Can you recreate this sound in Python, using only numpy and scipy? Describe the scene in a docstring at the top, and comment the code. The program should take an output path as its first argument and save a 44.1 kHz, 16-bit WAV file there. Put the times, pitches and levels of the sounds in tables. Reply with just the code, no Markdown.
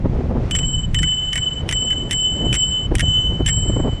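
"""On the handlebar of a bicycle moving along a street, a thumb-lever bell is rung eight times.
Each push makes the lever and clapper clack, and the blows excite the normal modes of the steel dome.
Its two main partials beat, since each is a pair of modes close in frequency; at times the thumb damps them.
Turbulent wind buffets the microphone over the hum of tyres and distant traffic."""
import sys
import numpy as np
from scipy import signal
from scipy.fft import rfft, irfft
from scipy.io import wavfile

SR = 44100
rng = np.random.default_rng(int(sys.argv[2]) if len(sys.argv) > 2 else 0)


def dump(signal):
    """Clip the signal to [-1, 1] and save it as 16-bit WAV at the path in sys.argv[1]."""
    limited = np.clip(np.atleast_2d(signal).T, -1, 1)
    pcm = np.round(limited * 32767).astype(np.int16)
    wavfile.write(sys.argv[1], SR, pcm)


N = 176400

# Levels in all tables are relative; the functions apply further gains.
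# Blows on the dome; twin, octave, hold and fade refer to the low partial (a negative fade grows):
# start_s, low_db, high_db, twin_db, octave_db, rise_s, hold_s, fade_db_per_s
DOME_BLOWS = [(0.513, -24.5, -34, -11, -50, 0.00084, .19, 20),
              (0.551, -29, -24.5, -1.5, -37, .0005, 0.24, 65),
              (0.947, -21.5, -34.5, -36, -62, 0.00035, .19, 44),
              (0.988, -20, -28, -13, -47, 0.00067, .16, 37), (1.329, -27, -35, -3, -40.5, .0005, 0.1, -7.5),
              (1.692, -27.5, -59, -6, -50, 0.00046, .19, 20), (1.724, -22, -29.5, -8, -40, 0.004, 0.2, 70),
              (2.112, -21, -25, -17, -46, 0.00036, 0.063, 8),
              (2.529, -23, -25.5, -35, -49, 0.0041, 0.31, 1), (2.954, -40.5, -53, 4, -50, .0005, .19, 20),
              (3.01, -19, -34, -21, -37, 0.014, 0.23, 98), (3.464, -27, -27, -2, -50, 0.00045, .19, 20),
              (3.491, -24.5, -25, -12, -49.5, 0.0027, 0.057, 34.5)]
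# Touches of the thumb, damping the dome until the next blow: start_s, gain_db
THUMB_TOUCHES = [(.85, -18), (1.607, -23), (2.862, -30)]
# Impacts of lever and clapper: start_s, tick_db, housing_db
LEVER_IMPACTS = [(0.5103, -14.5, -37), (0.5509, -14.5, -21), (0.562, -20, -52), (0.5886, -18, -44),
                 (0.627, -35, -32.5), (0.945, -13.5, -15), (0.9887, -19, -21), (1.0194, -30, -48),
                 (1.0304, -16, -12), (1.0774, -76, -29), (1.119, -78, -33), (1.3306, -16.5, -18),
                 (1.3555, -13.5, -12), (1.377, -18, -16.5), (1.6899, -10.5, -25), (1.711, -17, -19),
                 (1.725, -13, -16), (1.9045, -25.5, -25), (1.9276, -32, -25), (2.094, -36, -29),
                 (2.1098, -9.5, -18.5), (2.1227, -32, -22), (2.1292, -16, -22), (2.528, -12, -23),
                 (2.5421, -12, -43), (2.551, -17, -22), (2.557, -19, -20), (2.5914, -69, -34),
                 (2.9524, -11, -29), (2.983, -19.5, -26), (2.9945, -13.5, -14), (3.0024, -19, -10),
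                 (3.0064, -13.5, -33), (3.465, -33, -33), (3.461, -15, -22), (3.4776, -15.5, -17),
                 (3.4874, -14, -12), (3.4924, -26, -25)]
# Heavily damped modes of the housing: pitch_hz, level_db, t60_s
HOUSING_MODES = [(1190, -14, 0.06), (1500, -10.5, 0.057), (1752, -2, 0.051), (1900, 8, .04),
                 (2144, -1.5, 0.051), (2176, -6, 0.06), (2790, -11, 0.028), (3010, 1.5, 0.015)]
# Spectrum of metal striking metal: frequency_hz, density_db
TICK_SPECTRUM = [(400, -12.5), (1200, -7), (2200, 4), (3200, 7), (4300, -13), (5200, -3.5), (5900, -0.5),
                 (6800, -8.5), (8500, -1.5), (10300, -6.5), (11200, -21), (12500, -31.5), (13900, -21.5),
                 (14800, -30.5), (15500, -49)]
# Envelope of the wind's low rumble: time_s, level_db
RUMBLE_ENVELOPE = [(0, -24), (.17, -19), (.45, -23.5), (.6, -22.5), (.85, -22.5), (1.03, -17), (1.11, -30),
                   (1.24, -32.5), (1.4, -27.5), (1.53, -33), (1.64, -22), (1.78, -28.5), (2.05, -28.5),
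                   (2.3, -29), (2.53, -18), (2.6, -30), (2.7, -25.5), (2.8, -34.5), (2.92, -20),
                   (3.04, -18), (3.22, -26.5), (3.4, -21), (3.5, -23), (3.7, -19.5), (3.88, -20.5),
                   (4, -29)]
# Spectrum of the rumble: frequency_hz, density_db
RUMBLE_SPECTRUM = [(15, -10), (30, 1.5), (55, -1), (85, -2), (120, -3), (170, -9), (260, -21.5), (500, -40),
                   (1500, -92.5)]
# Envelope of the wind's higher rush: time_s, level_db
RUSH_ENVELOPE = [(0, -37), (.15, -29.5), (.25, -35), (.42, -30), (.55, -39), (.7, -42.5), (.95, -43),
                 (1.1, -51.5), (1.4, -46), (1.65, -36), (1.78, -43.5), (2.05, -34.5), (2.2, -44.5),
                 (2.38, -33.5), (2.5, -30), (2.62, -43), (2.85, -39.5), (2.98, -44.5), (3.1, -45.5),
                 (3.37, -33.5), (3.52, -46.5), (3.65, -35.5), (3.86, -37), (4, -40)]
# Spectrum of the rush: frequency_hz, density_db
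RUSH_SPECTRUM = [(40, -21.5), (120, -8.5), (250, 2.5), (400, -3), (650, -10.5), (1000, -20.5),
                 (1600, -38.5), (3000, -39.5), (8000, -94.5)]
# Single buffets of air, as Gaussian pulses: peak_s, width_s, level_db
AIR_BUFFETS = [(.056, .008, -19), (.165, .015, -28), (.208, .008, -25), (.315, .013, -23),
               (.367, .012, -20), (.605, .012, -34), (1.665, .02, -35), (1.852, .008, -33),
               (2.415, .012, -30), (2.458, .016, -24), (2.92, .006, -18), (2.945, .007, -25),
               (3.035, .007, -27), (3.315, .014, -29), (3.408, .008, -21), (3.66, .005, -27),
               (3.702, .004, -19), (3.768, .005, -17), (3.802, .006, -17), (3.852, .012, -22),
               (3.882, .009, -21), (3.93, .006, -31)]
# Spectrum of a buffet: frequency_hz, density_db
BUFFET_SPECTRUM = [(40, -9.5), (130, 2.5), (280, 1.5), (450, -4), (700, -10), (1000, -18.5), (1600, -30.5),
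                   (3000, -47.5), (8000, -77)]
# Spectrum of tyres and traffic: frequency_hz, density_db
STREET_SPECTRUM = [(60, 2.5), (300, -1), (600, -7), (1100, -8.5), (2000, -12), (3500, -20.5), (6000, -27),
                   (9000, -38.5), (11500, -48), (15000, -59)]

LOW_HZ, LOW_TWIN_OFFSET_HZ = 3019, -20.3
HIGH_HZ, HIGH_TWIN_OFFSET_HZ, HIGH_TWIN_DB = 7620, 15, -21.5
HIGH_HOLD_S, HIGH_FADE_DB_PER_S, OCTAVE_FADE_RATIO = .11, 86.5, .77
STOP_S, THUMB_DAMPING_S = .001, .017
HOUSING_GAIN_DB, KNOCK_RISE_S, MODE_DETUNE_RATIO, MODE_SCATTER_DB = -21, .0015, .04, 3.2
TICK_GAIN_DB, TICK_RISE_S, TICK_DECAY_S = 1.5, .0011, .00097
TAIL_GAIN_DB, TAIL_DECAY_S, LEAD_IN_GAIN_DB, LEAD_IN_RISE_S = -12, .0065, -30, .008
RUMBLE_GAIN_DB, RUSH_GAIN_DB, BUFFET_GAIN_DB = 2, 2.5, 3.5
STREET_DB, STREET_SWELL_DB = -40.5, 1.2


def bell_dome():
    """Free vibration: each blow restarts the dome's modes, which ring until damped or struck again."""
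    low, high, octave = np.zeros((3, N), complex)
    ends = [blow[0] for blow in DOME_BLOWS[1:]] + [N / SR]
    for blow, end_s in zip(DOME_BLOWS, ends):
        start_s, low_db, high_db, twin_db, octave_db, rise_s, hold_s, fade_db_per_s = blow
        t = np.arange(0, end_s - start_s + STOP_S, 1 / SR)
        attack = 1 - np.exp(-t / rise_s)
        release = np.clip((t[-1] - t) / STOP_S, 0, 1)
        gate = attack * release * thumb_damping(t, start_s, end_s)
        low_loss_db = fade_db_per_s * np.maximum(t - hold_s, 0)
        high_loss_db = HIGH_FADE_DB_PER_S * np.maximum(t - HIGH_HOLD_S, 0)
        low_pair = mode_pair(t, LOW_HZ, LOW_TWIN_OFFSET_HZ, twin_db)
        high_pair = mode_pair(t, HIGH_HZ, HIGH_TWIN_OFFSET_HZ, HIGH_TWIN_DB)
        octave_tone = amp(octave_db) * np.exp(2j * np.pi * 2 * LOW_HZ * t)
        add(low, start_s, gate * amp(low_db - low_loss_db) * low_pair)
        add(high, start_s, gate * amp(high_db - high_loss_db) * high_pair)
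        add(octave, start_s, gate * amp(low_db - OCTAVE_FADE_RATIO * low_loss_db) * octave_tone)
    low *= sway(depth_db=2.63, rate_hz=16, phase_rad=.31)
    low *= sway(depth_db=.99, rate_hz=57, phase_rad=.03)
    high *= sway(depth_db=2.35, rate_hz=16, phase_rad=.99)
    high *= sway(depth_db=2.5, rate_hz=76, phase_rad=.13)
    return np.sqrt(2) * (low + high + octave).real


def mode_pair(t, pitch_hz, offset_hz, twin_db):
    """Superposition: a mode and its nearby twin beat at their difference frequency."""
    twin = amp(twin_db) * np.exp(2j * np.pi * (pitch_hz + offset_hz) * t)
    return np.exp(2j * np.pi * pitch_hz * t) + twin


def thumb_damping(t, start_s, end_s):
    """Contact damping: a touch between two blows absorbs most of the remaining vibration."""
    return amp(sum(gain_db * np.clip((start_s + t - touch_s) / THUMB_DAMPING_S, 0, 1)
                   for touch_s, gain_db in THUMB_TOUCHES if start_s < touch_s < end_s))


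def sway(depth_db, rate_hz, phase_rad):
    """Amplitude and phase modulation: a partial wavers as the handlebar moves before the microphone."""
    return amp(depth_db * wander(rate_hz)) * np.exp(1j * phase_rad * wander(rate_hz))


def lever_clacks():
    """Impact noise: a tick of metal and a knock of the housing; a faint hiss swells into each tick."""
    knocks, envelope = np.zeros((2, N))
    t = np.arange(SR // 10) / SR
    decay = np.exp(-t / TICK_DECAY_S) + amp(TAIL_GAIN_DB) * np.exp(-t / TAIL_DECAY_S)
    tick = np.minimum(t / TICK_RISE_S, 1) * decay
    lead_in = np.exp(-t[::-1] / LEAD_IN_RISE_S)
    for start_s, tick_db, housing_db in LEVER_IMPACTS:
        add(knocks, start_s, amp(housing_db + HOUSING_GAIN_DB) * housing_knock(t))
        add(envelope, start_s, amp(tick_db + TICK_GAIN_DB) * tick)
        add(envelope, start_s - t[-1], amp(tick_db + LEAD_IN_GAIN_DB) * lead_in)
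    return knocks + envelope * noise(TICK_SPECTRUM) * flutter(depth_db=1, rate_hz=900)


def housing_knock(t):
    """Impulse response: a sum of damped modes, varying in pitch, level and sign from knock to knock."""
    pitch_hz, level_db, t60_s = np.transpose(HOUSING_MODES)[:, :, None]
    detune, strength = rng.standard_normal((2, len(HOUSING_MODES), 1))
    sign = rng.choice([-1, 1], (len(HOUSING_MODES), 1))
    decays = amp(level_db + MODE_SCATTER_DB * strength - 60 * t / t60_s)
    modes = sign * np.sin(2 * np.pi * pitch_hz * (1 + MODE_DETUNE_RATIO * detune) * t)
    attack = 1 - np.exp(-t / KNOCK_RISE_S)
    return unit(attack * (decays * modes).sum(0))


def wind():
    """Turbulence: pressure fluctuations at the microphone make a rumble, a rush and short buffets."""
    t = np.arange(N) / SR
    rumble = noise(RUMBLE_SPECTRUM) * flutter(depth_db=1.8, rate_hz=36)
    rumble *= amp(curve(RUMBLE_ENVELOPE) + RUMBLE_GAIN_DB)
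    rush = noise(RUSH_SPECTRUM) * flutter(depth_db=2.6, rate_hz=39)
    rush *= amp(curve(RUSH_ENVELOPE) + RUSH_GAIN_DB)
    pulses = sum(amp(level_db + BUFFET_GAIN_DB) * np.exp(-.5 * ((t - peak_s) / width_s) ** 2)
                 for peak_s, width_s, level_db in AIR_BUFFETS)
    return rumble + rush + pulses * noise(BUFFET_SPECTRUM)


def street():
    """Incoherent sources: tyres and distant traffic merge into one gently swelling noise."""
    return amp(STREET_DB + STREET_SWELL_DB * wander(rate_hz=5)) * noise(STREET_SPECTRUM)


def noise(spectrum):
    """Spectral shaping: white noise takes on the given spectrum, at rms 1."""
    frequency_hz, density_db = np.transpose(spectrum)
    bins_hz = np.fft.rfftfreq(N, 1 / SR)
    gain = amp(np.interp(np.log(bins_hz + 1), np.log(frequency_hz), density_db))
    return unit(irfft(rfft(rng.standard_normal(N)) * gain, N))


def wander(rate_hz):
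    """Low-pass filtering: noise becomes smooth random motion of zero mean and rms 1."""
    bins_hz = np.fft.rfftfreq(N, 1 / SR)
    gain = np.exp(-(bins_hz / rate_hz) ** 2) * (bins_hz > 0)
    return unit(irfft(rfft(rng.standard_normal(N)) * gain, N))


def flutter(depth_db, rate_hz):
    """Random amplitude modulation: a fluctuating gain of rms 1."""
    return unit(amp(depth_db * wander(rate_hz)))


def amp(db):
    """Amplitude ratio of a level in decibels."""
    return 10 ** (np.asarray(db) / 20)


def unit(x):
    """Normalisation to rms 1."""
    return x / np.sqrt(np.mean(x ** 2) + 1e-20)


def curve(points):
    """Linear interpolation between rows of time_s, value."""
    return np.interp(np.arange(N) / SR, *np.transpose(points))


def add(mix, start_s, sound):
    """Superposition of a sound on the mix from a given time."""
    part = mix[max(round(start_s * SR), 0):][:len(sound)]
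    part += sound[:len(part)]


def scene():
    """Superposition: the pressures of bell, wind and street add at one point."""
    return (bell_dome() + lever_clacks() + wind() + street())[None]


def record(dry):
    """Band limiting: filters remove pressure drift below 10 Hz and treble above 15.7 kHz."""
    high_pass = signal.butter(1, 10, "high", fs=SR, output="sos")
    low_pass = signal.firwin(511, 15700, window=("kaiser", 9), fs=SR)
    return signal.oaconvolve(signal.sosfilt(high_pass, dry), low_pass[None], "same")


dry = scene()
out = record(dry)
dump(out)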